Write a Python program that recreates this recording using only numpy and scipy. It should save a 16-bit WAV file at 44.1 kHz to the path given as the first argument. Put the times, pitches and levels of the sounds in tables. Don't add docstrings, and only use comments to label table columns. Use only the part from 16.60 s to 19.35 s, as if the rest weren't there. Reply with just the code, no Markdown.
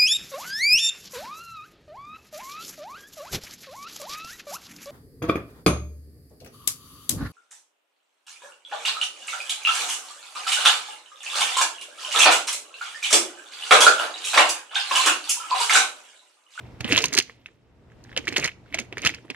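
import sys
import numpy as np
from scipy import signal
from scipy.io import wavfile

SR = 44100
rng = np.random.default_rng(int(sys.argv[2]) if len(sys.argv) > 2 else 0)


def linear_from_db(decibels):
    return 10 ** (np.asarray(decibels, float) / 20)


def generate_wav(sig):
    pcm = np.round(np.clip(np.atleast_2d(sig).T, -1, 1) * 32767).astype(np.int16)
    wavfile.write(sys.argv[1], SR, pcm)


N = 121275

# t/s, peak level/dB, shell pitch f/Hz
WHEEL_KNOCKS = [(0.2076, -21.5, 2460), (0.2453, -16, 3030), (0.2651, -27.5, 2850.0), (0.279, -22.5, 2680),
                (0.289, -30.0, 2310.0), (0.2926, -33.5, 2240), (0.3018, -25, 2400), (0.3101, -21.5, 2500.0),
                (0.3137, -14.5, 2560), (0.3237, -2.5, 2580), (0.328, -17.5, 2590.0), (0.3371, -16, 2630),
                (0.3419, -15.5, 2530), (0.3461, -22, 2590.0), (0.3496, -9.5, 2700.0),
                (0.3566, -17.5, 2710.0), (0.3618, -9.5, 2490), (0.3651, -20.0, 2600), (0.3699, -17, 2730),
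                (0.3754, -14, 2650), (0.378, -1, 3340), (0.3822, -19, 2900), (0.3858, -20, 2580),
                (0.3886, -9, 2900), (0.3968, -18.5, 2730), (0.4063, -16.5, 2720.0), (0.4217, -23.0, 2560),
                (0.4328, -26.5, 2650), (0.4362, -33.5, 2580.0), (0.4412, -7.5, 2680), (0.5249, -24.0, 2170),
                (0.5299, -22.5, 2180), (0.5442, -16.5, 2110.0), (0.5658, -24.5, 1880), (0.569, -20.5, 2440),
                (0.573, -15, 2840), (0.5769, -8, 2430), (0.5803, -14.5, 1830), (0.5868, -9.0, 2900),
                (0.5902, -18, 2060), (0.6008, -12.5, 2710), (0.6092, -28.5, 2520), (0.6792, -44, 2200.0),
                (0.6971, -29.5, 1950), (0.8603, -37.5, 2580), (0.8603, -28.5, 2540), (0.8876, -48, 1765),
                (1.3016, -49.5, 1980), (1.3195, -47.5, 1700), (1.4503, -43.5, 1680), (1.473, -50, 1730),
               (1.4941, -40, 1870), (1.5168, -37, 1700), (1.529, -36.5, 1990), (1.5654, -17, 2900),
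               (1.5701, -25, 2250), (1.5761, -9.5, 2970), (1.5906, -42, 2180), (1.6442, -40, 2200.0),
               (1.6724, -19.5, 1850), (1.6786, -14, 2290), (1.6807, -13, 2180), (1.6886, -20, 2700),
               (1.725, -22, 2070), (1.7414, -26.0, 2490.0), (1.7475, -31, 2390), (1.755, -45, 2040),
               (1.7622, -16.0, 2460), (1.765, -6.5, 2980), (1.7682, -6, 2730), (1.7787, -28, 2340),
               (1.7839, -22, 2065), (1.7862, -24.5, 2590), (1.794, -21, 2000), (1.812, -23.0, 2820),
               (1.8266, -22, 2366), (1.8298, -20.0, 2544), (1.8383, -17, 2150), (1.8445, -17, 1940.0),
               (1.8485, -23, 1940), (1.8519, -11.5, 2080), (1.867, -28, 2320.0), (1.8778, -19.0, 2280),
               (1.8824, -18, 2740), (1.8926, -26.5, 2154), (1.917, -36.5, 2560),
                (2.0611, -49, 1480), (2.1261, -29, 2160), (2.139, -30, 2400.0), (2.1434, -11.5, 2230),
                (2.1622, -36, 2280.0), (2.1748, -29, 2320.0), (2.1864, -18, 2620), (2.1893, -15, 2200),
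                (2.195, -24, 2440), (2.2182, -43, 1890), (2.3265, -24, 2520.0), (2.3404, -49, 2400),
                (2.3718, -21, 1955), (2.3817, -19.5, 2240), (2.3944, -30.5, 2480.0), (2.4196, -34, 2060),
                (2.4282, -26, 2510), (2.435, -21.5, 2590.0), (2.4365, -26, 2540.0), (2.4415, -24, 2150),
                (2.4445, -24, 2580.0), (2.4502, -11.5, 2440), (2.459, -23, 2300), (2.4598, -16, 2490),
                (2.4623, -10.0, 2000), (2.4668, -6, 2710), (2.4741, -5, 3000), (2.486, -32, 2290.0),
                (2.494, -15.5, 2210), (2.5402, -27.5, 2460), (2.5457, -26, 2500), (2.5854, -44.5, 1570),
                (2.682, -49, 1840), (2.7022, -16.5, 2524), (2.7467, -33, 1780)]
# t/s, peak level/dB
METAL_JOLTS = [(0.2074, -35), (0.251, -48.5), (0.3178, -34), (0.3273, -25), (0.3339, -35), (0.3489, -37),
               (0.3617, -35), (0.3676, -27), (0.3783, -22.5), (0.3884, -26), (0.4056, -35.5), (0.4201, -30),
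               (0.4245, -30.5), (0.4412, -22.5), (0.4524, -33), (0.4566, -22.5), (0.4827, -37.5),
               (0.529, -25.5), (0.5363, -24.5), (0.5413, -30.5), (0.5505, -23.5), (0.5699, -25),
               (0.5766, -16.5), (0.5869, -12), (0.5937, -28), (0.6003, -27.5), (0.6237, -37.5),
               (0.8645, -58),
               (1.44, -52), (1.566, -49), (1.5752, -28.5), (1.5912, -46), (1.6546, -52), (1.6807, -34),
              (1.6884, -34), (1.7261, -42), (1.729, -44), (1.7486, -63), (1.7701, -28), (1.7733, -28.5),
              (1.7805, -27), (1.7984, -34), (1.8433, -25), (1.85, -31.5), (1.8587, -31.5), (1.8654, -41),
              (1.8753, -38), (2.1457, -31.5), (2.1495, -38), (2.1893, -32), (2.199, -34.5), (2.3283, -57),
              (2.3821, -43), (2.419, -41), (2.4504, -26), (2.4602, -25), (2.4663, -38), (2.4719, -23.5),
              (2.4907, -38), (2.5017, -42), (2.5467, -41), (2.7046, -42)]
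# t/s, peak level/dB, pitch f/Hz
TABLE_THUMPS = [(0.21, -31, 119), (0.2509, -27.5, 225), (0.3264, -34, 314), (0.3501, -31.5, 232),
                (0.3738, -35.5, 162), (0.4476, -33, 180), (0.5306, -32.5, 288), (0.5828, -30, 252),
                (1.594, -37.5, 291), (1.6882, -37.5, 325), (1.7306, -37.5, 275), (1.7816, -34, 337),
                (1.8522, -32.5, 162), (2.2054, -39.5, 229.5), (2.4594, -30.5, 116), (2.7089, -38, 264)]
# t/s, peak level/dB, pitch f/Hz
TRACK_KNOCKS = [(0.3127, -33, 443), (0.3367, -28, 660), (0.3779, -24.5, 1030), (0.4417, -25.5, 1005),
                (0.527, -31.5, 320), (0.5578, -27, 399), (0.588, -24, 372), (0.6958, -45.5, 470),
                (1.5725, -27, 520), (1.6852, -30, 344), (1.7252, -35.5, 334), (1.7842, -22.5, 362),
                (1.8558, -32, 369), (2.1469, -31, 658), (2.1927, -36, 483), (2.3279, -33.5, 373),
                (2.3768, -35.5, 410), (2.4515, -24.5, 1306), (2.6495, -41.5, 313), (2.703, -36, 397)]
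# t/s, level/dB
ROLL_EFFORT = [(0, -56), (.2, -59.5), (.3, -28.5), (.45, -36.5), (.62, -54.5), (1.25, -79), (1.53, -57),
               (1.85, -32.5), (1.97, -80.5), (2.2, -38.5), (2.3, -67.5), (2.47, -34), (2.62, -61),
               (2.75, -57)]
# t/s, level/dB
RECORDER_GAIN = [(0, -46.5), (.3, -48.5), (.62, -59), (1.0, -61.5), (1.55, -48), (1.9, -53.5), (2.4, -49),
                 (2.75, -57)]
# f/Hz, density/(dB per Hz)
ROOM_SPECTRUM = [(25, -14), (70, 0.13), (140, -6), (260, -7), (550, -15), (1500, -25), (5000, -38),
                 (15600, -57)]
# f/Hz, likeness/(0-1)
LIKENESS = [(60, 0.79), (400, 0.81), (3000, 0.1), (15000, 0.23)]
# f/Hz, density/(dB per Hz)
ROLL_SPECTRUM = [(40, -10.5), (150, -5), (400, -4), (900, -22), (2900, -34.5), (4500, -22), (15000, -43.5)]
# f/Hz, level/dB
METAL_COLOUR = [(2800, -20.5), (4200, 9.5), (6300, 8), (8000, -7.5), (10000, -6.5), (15500, -26.5)]

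LEFT_LAG_SAMPLES = 4
LEFT_DB, LEFT_TREBLE_DB, LEFT_BASS_DB = -2.2, -7.5, -4


def rms_one(x):
    return x / np.sqrt(np.mean(x ** 2) + 1e-20)


def in_time(rows):
    return np.interp(np.arange(N) / SR, *np.transpose(rows))


def at_hz(points, hz):
    f_hz, value = np.transpose(points)
    return np.interp(np.log(hz), np.log(f_hz), value)


def bandpass(x, low_hz, high_hz):
    return signal.sosfilt(signal.butter(2, [low_hz, high_hz], "band", fs=SR, output="sos"), x)


def drift(rate_hz):
    r = np.exp(-80 * np.pi * rate_hz / SR)
    slow = signal.lfilter([1], [1, -2 * r, r * r], rng.standard_normal(N // 40 + 2002))
    slow = rms_one(slow[2000:])
    return np.interp(np.arange(N) / 40, np.arange(len(slow)), slow)


def ring(clicks, hz, t60_s):
    r, w = linear_from_db(-60 / (t60_s * SR)), 2 * np.pi * hz / SR
    return signal.lfilter([0, np.sin(w)], [1, -2 * r * np.cos(w), r * r], clicks + 1e-18)


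def add_burst(out, peak_s, hz, rise_cycles, gain, phase):
    rise_samples = rise_cycles * SR / hz
    u = np.arange(int(9 * rise_samples)) / rise_samples
    i = int((peak_s - rise_cycles / hz) * SR)
    envelope = (u * np.exp(1 - u)) ** 2
    burst = gain * envelope * np.sin(2 * np.pi * rise_cycles * u + phase)
    burst = burst[:N - i]
    out[i:i + len(burst)] += burst


def swell(rows, rise_s, fall_s):
    t, top = np.arange(N) / SR, np.full(N, -np.inf)
    for s, db, *_ in rows:
        slope = np.minimum((t - s) / rise_s, (s - t) / fall_s)
        top = np.maximum(top, np.log(linear_from_db(db)) + slope)
    return np.exp(top)


def grains(per_s, spread_db):
    hit = rng.random(N) < per_s / SR
    size = linear_from_db(spread_db * np.minimum(rng.exponential(1, N), 3.0))
    return hit * size * rng.choice([-1, 1], N)


def banded_noise(spectrum, patchy_db):
    out = 0
    edges_hz = 22 * 2 ** np.arange(0, 10, .5)
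    white = rng.standard_normal((2, 2, N))
    for k, (low, high) in enumerate(zip(edges_hz, edges_hz[1:])):
        mid, side = bandpass(white[k % 2], low, high)
        hz = np.sqrt(low * high)
        alike = np.clip(at_hz(LIKENESS, hz), 0, 1)
        pair = np.sqrt(1 + alike) * mid + np.sqrt(1 - alike) * side * [[1], [-1]]
        out = out + linear_from_db(at_hz(spectrum, hz) + patchy_db * drift(23)) * pair
    return rms_one(out)


def room_tone():
    hum = linear_from_db(-2 + drift(6.2)) * np.sin(2 * np.pi * 120 * np.arange(N) / SR)
    return linear_from_db(in_time(RECORDER_GAIN)) * (banded_noise(ROOM_SPECTRUM, patchy_db=1.0) + hum)


def room_reflections(x):
    echo_db, echo_t60_s = -15.5, 0.043
    room_db, room_t60_s = -24.5, 0.29
    t = np.arange(SR // 2) / SR
    near = rng.standard_normal((2, len(t))) * linear_from_db(-60 * t / echo_t60_s) * (t > .0015)
    dull = signal.lfilter([1], [1, -.5], rng.standard_normal((2, len(t))))
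    far = dull * linear_from_db(-60 * t / room_t60_s) * (t > .008)
    tail = linear_from_db(echo_db) * near / np.linalg.norm(near[0]) + linear_from_db(room_db) * far / np.linalg.norm(far[0])
    return signal.fftconvolve(x, tail, axes=1)[:, :N]


def rolling():
    noise = banded_noise(ROLL_SPECTRUM, patchy_db=5)
    return linear_from_db(in_time(ROLL_EFFORT)) * noise * linear_from_db([[LEFT_BASS_DB], [0]])


def thumps():
    table_rise_s, track_rise_s, thump_db = 0.00723, 0.00503, 1.5
    rumble_db, rumble_s = 6, 0.012
    deep, body = np.zeros(N), np.zeros(N)
    for out, rows, rise_s in ((deep, TABLE_THUMPS, table_rise_s), (body, TRACK_KNOCKS, track_rise_s)):
        for (s, db, hz), a in zip(rows, rng.random(len(rows))):
            add_burst(out, s, hz, rise_s * hz, linear_from_db(db + thump_db), 2 * np.pi * a)
    envelope = swell(TABLE_THUMPS + TRACK_KNOCKS, rumble_s / 2, rumble_s)
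    rumble = envelope * linear_from_db(rumble_db) * rng.standard_normal((2, N))
    rumble = bandpass(rumble[0] + .5 * rumble, 120, 800)
    deep_left = np.roll(deep, 20 * LEFT_LAG_SAMPLES) * linear_from_db(2 * LEFT_BASS_DB)
    return (body + rumble) * linear_from_db([[LEFT_BASS_DB], [0]]) + [deep_left, 2 * deep]


def jingle():
    per_s, spread_db = 2500, 3.0
    rise_s, fall_s, jingle_db = .0012, .0035, 8
    snap_s, snap_db = .0004, 8.5
    axle_hz, axle_t60_s, axle_db = 6600, .08, -34
    jolts = METAL_JOLTS
    shake = swell(jolts, rise_s, fall_s) * linear_from_db(jingle_db)
    snap = swell(jolts, snap_s, snap_s) * linear_from_db(snap_db) * rng.standard_normal(N)
    broad = snap + shake * grains(per_s, spread_db)
    spray = np.zeros((2, N))
    edges_hz = np.geomspace(2400, 16000, 12)
    for low, high in zip(edges_hz, edges_hz[1:]):
        right = broad + shake * grains(per_s, spread_db)
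        left_only = shake * grains(per_s, spread_db)
        left = (np.roll(right, LEFT_LAG_SAMPLES) + left_only) * linear_from_db(LEFT_TREBLE_DB)
        colour = linear_from_db(at_hz(METAL_COLOUR, np.sqrt(low * high)))
        spray += colour * bandpass([left, right], low, high)
    axle = ring(right, axle_hz, axle_t60_s) * linear_from_db(axle_db)
    return 2 * spray + [np.roll(axle, LEFT_LAG_SAMPLES) * linear_from_db(LEFT_TREBLE_DB), axle]


def wheel_chatter(rows):
    before_s, after_s, roll_db = .0012, .01, 12
    density = swell(rows, before_s, after_s) + linear_from_db(in_time(ROLL_EFFORT) + roll_db)
    hits = grains(900, 3.0) * density
    mode = rng.integers(0, 12, N)
    chatter = np.zeros(N)
    for k, hz in enumerate(np.geomspace(1900, 3600, 12)):
        chatter += ring(hits * (mode == k), hz, 9.0 / hz)
    return linear_from_db(-10.5) * bandpass(chatter, 1300, 4800)


def wheel_knocks():
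    knock_db, side_mode_db = 0.5, -9
    crack_db, snap_s = -6, .0004
    rows, out = WHEEL_KNOCKS, np.zeros(N)
    for (s, db, hz), (a, b, c) in zip(rows, rng.random((len(rows), 3))):
        add_burst(out, s, hz, 1.9, linear_from_db(db + knock_db), 6 * a)
        add_burst(out, s, hz * (1.2 + .3 * b), 2, linear_from_db(db + side_mode_db), 6 * c)
        add_burst(out, s, hz * (.6 + .2 * c), 1, linear_from_db(db + side_mode_db), 6 * b)
    crack = swell(rows, snap_s, 2 * snap_s) * bandpass(rng.standard_normal(N), 900, 6000)
    mono = out + wheel_chatter(rows) + linear_from_db(crack_db) * crack
    return np.array([np.roll(mono, LEFT_LAG_SAMPLES - 1) * linear_from_db(LEFT_DB), mono])


def scene():
    toy = rolling() + thumps() + jingle() + wheel_knocks()
    return room_tone() + room_reflections(toy) + toy


def roll_off(x):
    return signal.sosfilt(signal.butter(12, 15760, fs=SR, output="sos"), x)


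def record(dry):
    x = signal.sosfilt(signal.cheby2(10, 50, 16600, fs=SR, output="sos"), dry)
    x = signal.sosfilt(signal.butter(1, 30, "high", fs=SR, output="sos"), x)
    mix = np.clip(x, -1, 1)
    return roll_off(mix)


dry = scene()
out = record(dry)
generate_wav(out)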